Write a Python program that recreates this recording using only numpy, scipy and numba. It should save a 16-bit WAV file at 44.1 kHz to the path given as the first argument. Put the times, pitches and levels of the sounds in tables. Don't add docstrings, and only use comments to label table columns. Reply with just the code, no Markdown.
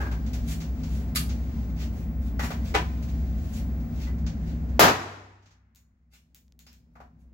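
import sys
import numpy as np
from scipy import signal
from scipy.fft import rfft, irfft, next_fast_len
from scipy.io import wavfile
from scipy.ndimage import uniform_filter1d
from numba import njit

SR = 44100
rng = np.random.default_rng(int(sys.argv[2]) if len(sys.argv) > 2 else 0)


def materialize(psi):
    bounded = np.clip(np.atleast_2d(psi).T, -1, 1)
    quanta = np.round(bounded * 32767).astype(np.int16)
    wavfile.write(sys.argv[1], SR, quanta)


N = 323253
T = np.arange(N) / SR

# (f/Hz, level/dB)
BLAST_EQ = [(30, 20.5), (70, 38), (150, 36.5), (280, 41.5), (410, 40.5), (520, 38.5), (750, 42.5),
            (1400, 39), (2800, 28.5), (4200, 26), (6000, 24), (10000, 20), (16000, 9.5)]
# (delay t/s, level/dB)
SLAPBACKS = [(.011, 1), (.034, -4), (.058, -13.5), (.085, -12.5)]
# (f/Hz, level/dB)
SHOT_CRACK_EQ = [(2000, 15), (7000, 27.5), (11000, 35), (16000, 28)]
# (f/Hz, level/dB)
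TAIL_EQ = [(300, -34), (700, -10.5), (1200, -5), (2000, -8.5), (3500, -27.5), (7000, -44.5)]
# (f/Hz, level/dB, 60 dB decay t/s)
PANEL_MODES = [(97, 4.5, 1.5), (146, 5.5, 0.65)]

def shot(at_s=4.794, front_db=-20, front_half_s=.00054, crack_t60=.19, tail_t60=2.0):
    blast = np.zeros((2, N))
    for delay, db in [(0, 0)] + SLAPBACKS:
        path = room(booth_t60=.2, hall_db=-22.5, build_s=.0012)
        add(blast, at_s + delay, undb(db) * path)
    front = np.linspace(1, -1, int(2 * front_half_s * SR))
    add(blast, at_s, undb(front_db) * front)
    blast = colour(blast * np.sqrt(SR / 50), BLAST_EQ)
    add(blast, at_s, colour(diffuse(SR), SHOT_CRACK_EQ) * fade(T[:SR], crack_t60))
    add(blast, at_s, colour(diffuse(2 * SR), TAIL_EQ) * fade(T[:2 * SR], tail_t60))
    add(blast, at_s, ring(PANEL_MODES))
    return blast


# (t/s, click level/dB, top-end level/dB, ring level/dB re click)
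BRASS_CLICKS = [(5.749, -27, -3, 2), (5.759, -22, -3, 1), (6.347, -21.5, 0, -2), (6.592, -23.5, -3, 2),
                (6.73, -31.5, -3, -14)]
# (f/Hz, level/dB, 60 dB decay t/s)
BRASS_MODES = [(3920, -22, 0.036), (4350, -14, .05), (6907, -16.5, 0.25), (11550, -24, .22),
               (13750, -30, .18)]
# (f/Hz, level/dB)
BRASS_CLICK_EQ = [(500, -20), (1800, -8), (4000, -5.5), (6000, -5), (8000, 0.5)]
# (f/Hz, level/dB)
GLINT_EQ = [(1500, -13), (3500, -1), (8000, -1), (10500, -4), (12500, 8), (15000, -1)]

def casing(response, direct_db=-1, room_db=1.5, predelay_s=.004):
    brass = np.zeros(N)
    for s, db, top_db, ring_db in BRASS_CLICKS:
        eq = BRASS_CLICK_EQ + [(12000, top_db - 4), (15000, top_db)]
        add(brass, s, undb(db + ring_db) * ring(BRASS_MODES))
        add(brass, s, undb(db) * colour(contact(.003, scatter=.89), eq))
    out = np.tile(undb(direct_db) * colour(brass, GLINT_EQ), (2, 1))
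    add(out, predelay_s, undb(room_db) * reverb(brass, response))
    return out


# (t/s, level/dB)
CLANKS = [(1.149, -12.5), (1.156, 2.5), (1.168, -4)]
# (f/Hz, level/dB)
STEEL_EQ = [(600, -47), (1200, -31), (3000, -27.5), (4600, -25.5), (6000, -31.5), (9000, -18.5),
            (12000, -24), (16000, -36.5)]
# (f/Hz, level/dB, 60 dB decay t/s)
STEEL_MODES = [(1245, -31, .1), (1752, -39, .1), (2800, -36, .05), (3240, -41, .1), (4604, -28.5, .07),
               (6872, -38, .1), (11200, -29, .06), (11500, -28.5, .07)]

def clank():
    out = np.zeros(N)
    for s, db in CLANKS:
        add(out, s, undb(db) * colour(contact(.006), STEEL_EQ))
    add(out, CLANKS[1][0], ring(STEEL_MODES))
    return out


# (t/s, level/dB)
BANGS = [(2.740, -16.5), (2.745, -10), (2.749, -4.5)]
# (f/Hz, level/dB)
BANG_EQ = [(100, -5), (200, -31), (350, -0.5), (520, -8.5), (850, -3), (1300, -9.5), (2000, -11.5),
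           (3200, -17), (4500, -23), (6800, -26.5), (9000, -26.5), (16000, -42)]

def bang():
    out = np.zeros(N)
    for s, db in BANGS:
        add(out, s, undb(db) * colour(contact(.00137, scatter=.5), BANG_EQ))
    return out


# (t/s, contact t/s, body level/dB, crack level/dB re body, ring f/Hz)
KNOCKS = [(0.001, 0.054, -22, -19.5, 1633), (.056, 0.03, -27, -21.5, 1610), (.112, 0.021, -29, -14, 1590),
          (2.392, .012, -19.5, -14, 1930), (2.431, 0.023, -21.5, -14.5, 380),
          (2.503, 0.018, -22.5, -14, 735), (4.067, 0.017, -36, -15.5, 2004),
          (6.953, 0.0076, -11.5, -27.5, 710), (7.001, 0.0065, -11, -24.5, 771)]

def knocks(ring_db=-7, ring_t60=.049, sizzle_db=-7, bass_db_per_doubling=5.5, firm_contact_s=.018):
    out = np.zeros(N)
    for s, contact_s, body_db, crack_db, hz in KNOCKS:
        bass_db = bass_db_per_doubling * np.log2(contact_s / firm_contact_s)
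        top_db = crack_db + sizzle_db
        body_eq = [(100, bass_db - 16), (370, bass_db - 4.5), (520, -5), (850, -1.5), (1300, -3.5)]
        edge_eq = [(3200, crack_db), (6500, crack_db - 3), (11000, top_db), (16000, top_db - 3)]
        add(out, s, undb(body_db) * colour(contact(contact_s, scatter=4.5), body_eq + edge_eq))
        add(out, s, ring([(hz, body_db + ring_db, ring_t60)]))
    return out


# (t/s, contact t/s, level/dB, sizzle level/dB re click)
CLICKS = [(0.261, .014, -45.5, -15), (.331, 0.023, -38, -5), (.601, 0.066, -38.5, -10),
          (0.833, 0.0021, -42.5, -12), (1.29, 0.026, -38, -24), (1.788, 0.0054, -51, -15),
          (3.024, .006, -46, -6), (3.085, 0.0045, -49, -8), (4.263, 0.0043, -38, -20),
          (5.422, .009, -28, -18), (5.456, .009, -20.5, -19), (5.506, .012, -22.5, -19),
          (6.665, .002, -23, -5)]
# (f/Hz, level/dB)
CLICK_EQ = [(100, -17), (370, -6), (800, -2.5), (1300, -1.5), (3200, -2.5), (6500, -1.5)]
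# (f/Hz, level/dB, 60 dB decay t/s)
CLINK_MODES = [(2869, -41, .16), (4960, -35, 0.22), (5356, -33, 0.21), (5100, -38, .16)]

def clicks():
    out = np.zeros(N)
    for s, contact_s, db, sizzle_db in CLICKS:
        eq = CLICK_EQ + [(11000, sizzle_db), (16000, sizzle_db - 3)]
        add(out, s, undb(db) * colour(contact(contact_s, scatter=4.5), eq))
    add(out, CLICKS[-1][0], ring(CLINK_MODES))
    return out


# (peak t/s, half-width t/s, level/dB, sizzle level/dB re body)
RUSTLES = [(0.499, 0.032, -42, 12.5), (0.93, 0.1, -51, 7), (1.806, 0.037, -42.5, -19),
           (1.98, 0.042, -53, 5.5), (2.248, 0.042, -55.5, 7), (2.437, 0.025, -35.5, 9.5),
           (2.672, 0.044, -46, -2), (3.468, 0.077, -59, 11.5), (3.553, .032, -44.5, 8.5),
           (4.015, 0.029, -44.5, -15), (4.481, .045, -53, -14), (6.138, 0.021, -23.5, 7.5),
           (6.72, 0.041, -37, -7), (7.199, .015, -53, 15)]

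def rustles(grain_db=4.5):
    body_level, sizzle_level = np.zeros((2, N))
    for s, half_s, db, sizzle_db in RUSTLES:
        swell = undb(db) * np.exp(-((T - s) / half_s) ** 2)
        body_level += swell
        sizzle_level += swell * undb(sizzle_db)
    slips = rng.standard_normal((2, N)) * undb(grain_db * walk(400))
    slips /= slips.std()
    body = colour(slips[0], [(400, -16), (1800, 1.5), (6500, -1.5), (10000, -8.5)])
    sizzle = colour(slips[1], [(5000, -15), (9000, -3.5), (16000, -16.5)])
    return body_level * body + sizzle_level * sizzle


# (t/s, level/dB)
CLOSE_TICKS = [(6.481, -40), (6.523, -32)]
# (f/Hz, level/dB)
TICK_EQ = [(500, -20), (1800, -12), (4200, -3), (6000, -2), (8000, -9), (15000, -16)]

def close_ticks():
    out = np.zeros(N)
    for s, db in CLOSE_TICKS:
        add(out, s, undb(db) * colour(contact(.002, scatter=1.0), TICK_EQ))
    return out


def faint_ticks(per_s=5, mean_db=-56, spread_db=2.5):
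    out, s = np.zeros(N), 0.
    for gap, size, bright in rng.standard_normal((60, 3)):
        s += np.exp(.5 * gap) / per_s
        if s >= N / SR:
            break
        sizzle_db = -9 + 5 * bright
        tick = colour(contact(.0033), CLICK_EQ + [(11000, sizzle_db), (16000, sizzle_db - 3)])
        add(out, s, undb(mean_db + spread_db * size) * tick)
    return out


def fidgeting(level_db=-63.5, spread_db=4, changes_per_s=7.1):
    cloth = colour(diffuse(N), [(400, -14.5), (1800, 1.5), (6500, 1.5), (10000, -3.5), (16000, -14.5)])
    return cloth * undb(level_db + spread_db * walk(changes_per_s))


# (f/Hz, level/dB)
AIR_EQ = [(20, -22), (32, -17), (41, 5), (85, 3), (130, -3.5), (250, -11.5), (320, -19), (460, -24),
          (700, -24), (950, -32), (2000, -38), (3200, -50.5), (7000, -53), (15000, -59)]
# (f/Hz, bandwidth f/Hz, rms level/dB)
DUCT_MODES = [(61, 13, -36), (160.64, 5, -41.5), (226.8, 26, -40.5)]

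def ventilation(air_db=-14, flutter_db=.5, fan_hz=63.2, fan_db=-29.5, wander_hz=.9, throb_db=.6):
    air = colour(diffuse(N), AIR_EQ) * undb(air_db + flutter_db * walk(7.8))
    for hz, width, db in DUCT_MODES:
        resonator = signal.tf2sos(*signal.iirpeak(hz, hz / width / 2, fs=SR))
        boom = signal.sosfilt(np.tile(resonator, (2, 1)), diffuse(N))
        air += boom * undb(db) / boom.std()
    phase = 2 * np.pi * np.cumsum(fan_hz + wander_hz * walk(6)) / SR
    hum = np.sqrt(2) * np.sin(phase) * undb(fan_db + throb_db * walk(7.8))
    return air + hum


# (t/s, rms level/dB)
WHINE_LEVELS = [(0, -64.5), (3.9, -63.5), (4.3, -70), (7.33, -74.5)]

def whine(hz=15656):
    level_db = np.interp(T, *np.transpose(WHINE_LEVELS))
    return np.sqrt(2) * np.sin(2 * np.pi * hz * T) * undb(level_db)


# (f/Hz, 60 dB decay t/s)
HALL_DECAY = [(60, 1), (250, .85), (600, 0.81), (1600, 0.84), (4000, 0.77), (7000, 0.77), (11000, .62),
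              (16000, .54)]

def room(booth_t60, hall_db, build_s):
    t = T[:2 * SR]
    noise, hz = rfft(diffuse(len(t))), np.fft.rfftfreq(len(t), 1 / SR)
    centres, hall = np.transpose(HALL_DECAY)[0], 0
    for share, (_, t60) in zip(np.eye(len(HALL_DECAY)), HALL_DECAY):
        band = along(np.transpose([centres, share]), hz)
        hall = hall + irfft(noise * band) * fade(t, t60)
    booth = diffuse(len(t)) * fade(t, booth_t60)
    attack = 1 - np.exp(-t / build_s)
    spectrum = rfft((booth + undb(hall_db) * hall) * attack)
    spectrum /= np.sqrt(uniform_filter1d(np.abs(spectrum) ** 2, size=300))
    return irfft(spectrum)[:, :len(t) - SR // 4]


def reverb(x, response):
    return signal.fftconvolve(x[None], response, axes=1)[:, :N]


def contact(seconds, scatter=2.44):
    envelope = np.exp(-2 * T[:SR // 4] / seconds)
    x = rng.standard_normal(SR // 4) * envelope
    x *= scatter / np.sqrt(np.sum(x ** 2))
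    x[0] += 1
    for _ in range(6):
        flat = np.exp(1j * np.angle(rfft(x)))
        x = irfft(flat, len(x)) * envelope ** .25
    return x * np.sqrt(SR / 50 / np.sum(x ** 2))


def ring(modes):
    t = T[:2 * SR]
    return sum(undb(db) * np.sin(2 * np.pi * hz * t) * fade(t, t60) for hz, db, t60 in modes)


def diffuse(count, spacing_m=.17):
    coherence = np.sinc(2 * np.fft.rfftfreq(count, 1 / SR) * spacing_m / 343)
    mid, side = rfft(rng.standard_normal((2, count)))
    mid *= np.sqrt((1 + coherence) / 2)
    side *= np.sqrt((1 - coherence) / 2)
    return irfft(np.array([mid + side, mid - side]), count)


def colour(x, points):
    size = next_fast_len(x.shape[-1] + 4096, True) * 2
    gain = undb(along(points, np.fft.rfftfreq(size, 1 / SR)))
    cepstrum = irfft(np.log(gain))
    cepstrum[1:size // 2] *= 2
    cepstrum[size // 2 + 1:] = 0
    return irfft(rfft(x, size) * np.exp(rfft(cepstrum)))[..., :x.shape[-1]]


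def along(points, hz):
    f, value = np.transpose(points)
    return np.interp(np.log(hz + 1e-9), np.log(f), value)


def walk(per_s):
    k = int(SR / per_s)
    steps = np.repeat(rng.standard_normal(N // k + 1), k)
    smooth = uniform_filter1d(uniform_filter1d(steps, k), k)[:N]
    return smooth / smooth.std()


def fade(t, t60):
    return np.exp(-np.log(1000) * t / t60)


def undb(db):
    return 10 ** (np.asarray(db) / 20)


def add(track, s, x):
    i = int(s * SR)
    track[..., i:i + x.shape[-1]] += x[..., :N - i]


def scene(bang_near_db=-6, clank_near_db=-4):
    response = room(booth_t60=.24, hall_db=-22.5, build_s=.0006)
    short_paths = room(booth_t60=.06, hall_db=-43, build_s=.0009)
    own_lane = shot() + ventilation() + whine() + casing(response) + close_ticks() + fidgeting()
    case, steel = bang(), clank()
    next_booth = reverb(case + steel + knocks() + clicks() + rustles() + faint_ticks(), response)
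    round_the_screen = reverb(undb(bang_near_db) * case + undb(clank_near_db) * steel, short_paths)
    return own_lane + next_booth + round_the_screen


@njit
def hold_and_release(over, hold, step):
    out, cut, wait = np.empty(len(over)), 0., 0.
    for i in range(len(over)):
        wait -= 1
        if over[i] >= cut:
            cut, wait = over[i], hold
        elif wait < 0:
            cut = max(cut - step, 0.)
        out[i] = cut
    return out


def gain_control(x, limit_db=-12.5, hold_s=1.125, release_db_per_s=9):
    power = uniform_filter1d(np.mean(x ** 2, axis=0), size=440)
    over_db = np.maximum(10 * np.log10(np.abs(power) + 1e-12) - limit_db, 0)
    cut_db = hold_and_release(over_db, float(hold_s * SR), release_db_per_s / SR)
    return undb(-uniform_filter1d(cut_db, size=130))


def record(dry, overload_db=24.0, top_hz=15900):
    saturated = undb(overload_db) * np.tanh(dry / undb(overload_db))
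    left = colour(saturated[0], [(15, -10.5), (45, -1.5), (300, 2.5), (700, 3), (2500, 4),
                                 (7000, .5), (9000, -9.5), (12000, -2), (16000, 3)])
    right = colour(saturated[1], [(15, -13), (45, -2.5), (300, 1.5), (700, 1), (2500, 2.5),
                                  (7000, 2.5), (9000, -13), (12000, -1), (16000, -4.5)])
    ducked = np.array([left, right]) * gain_control(saturated)
    high_cut = signal.ellip(10, .2, 70, top_hz, fs=SR, output="sos")
    return signal.sosfilt(high_cut, ducked)


dry = scene()
out = record(dry)
materialize(out)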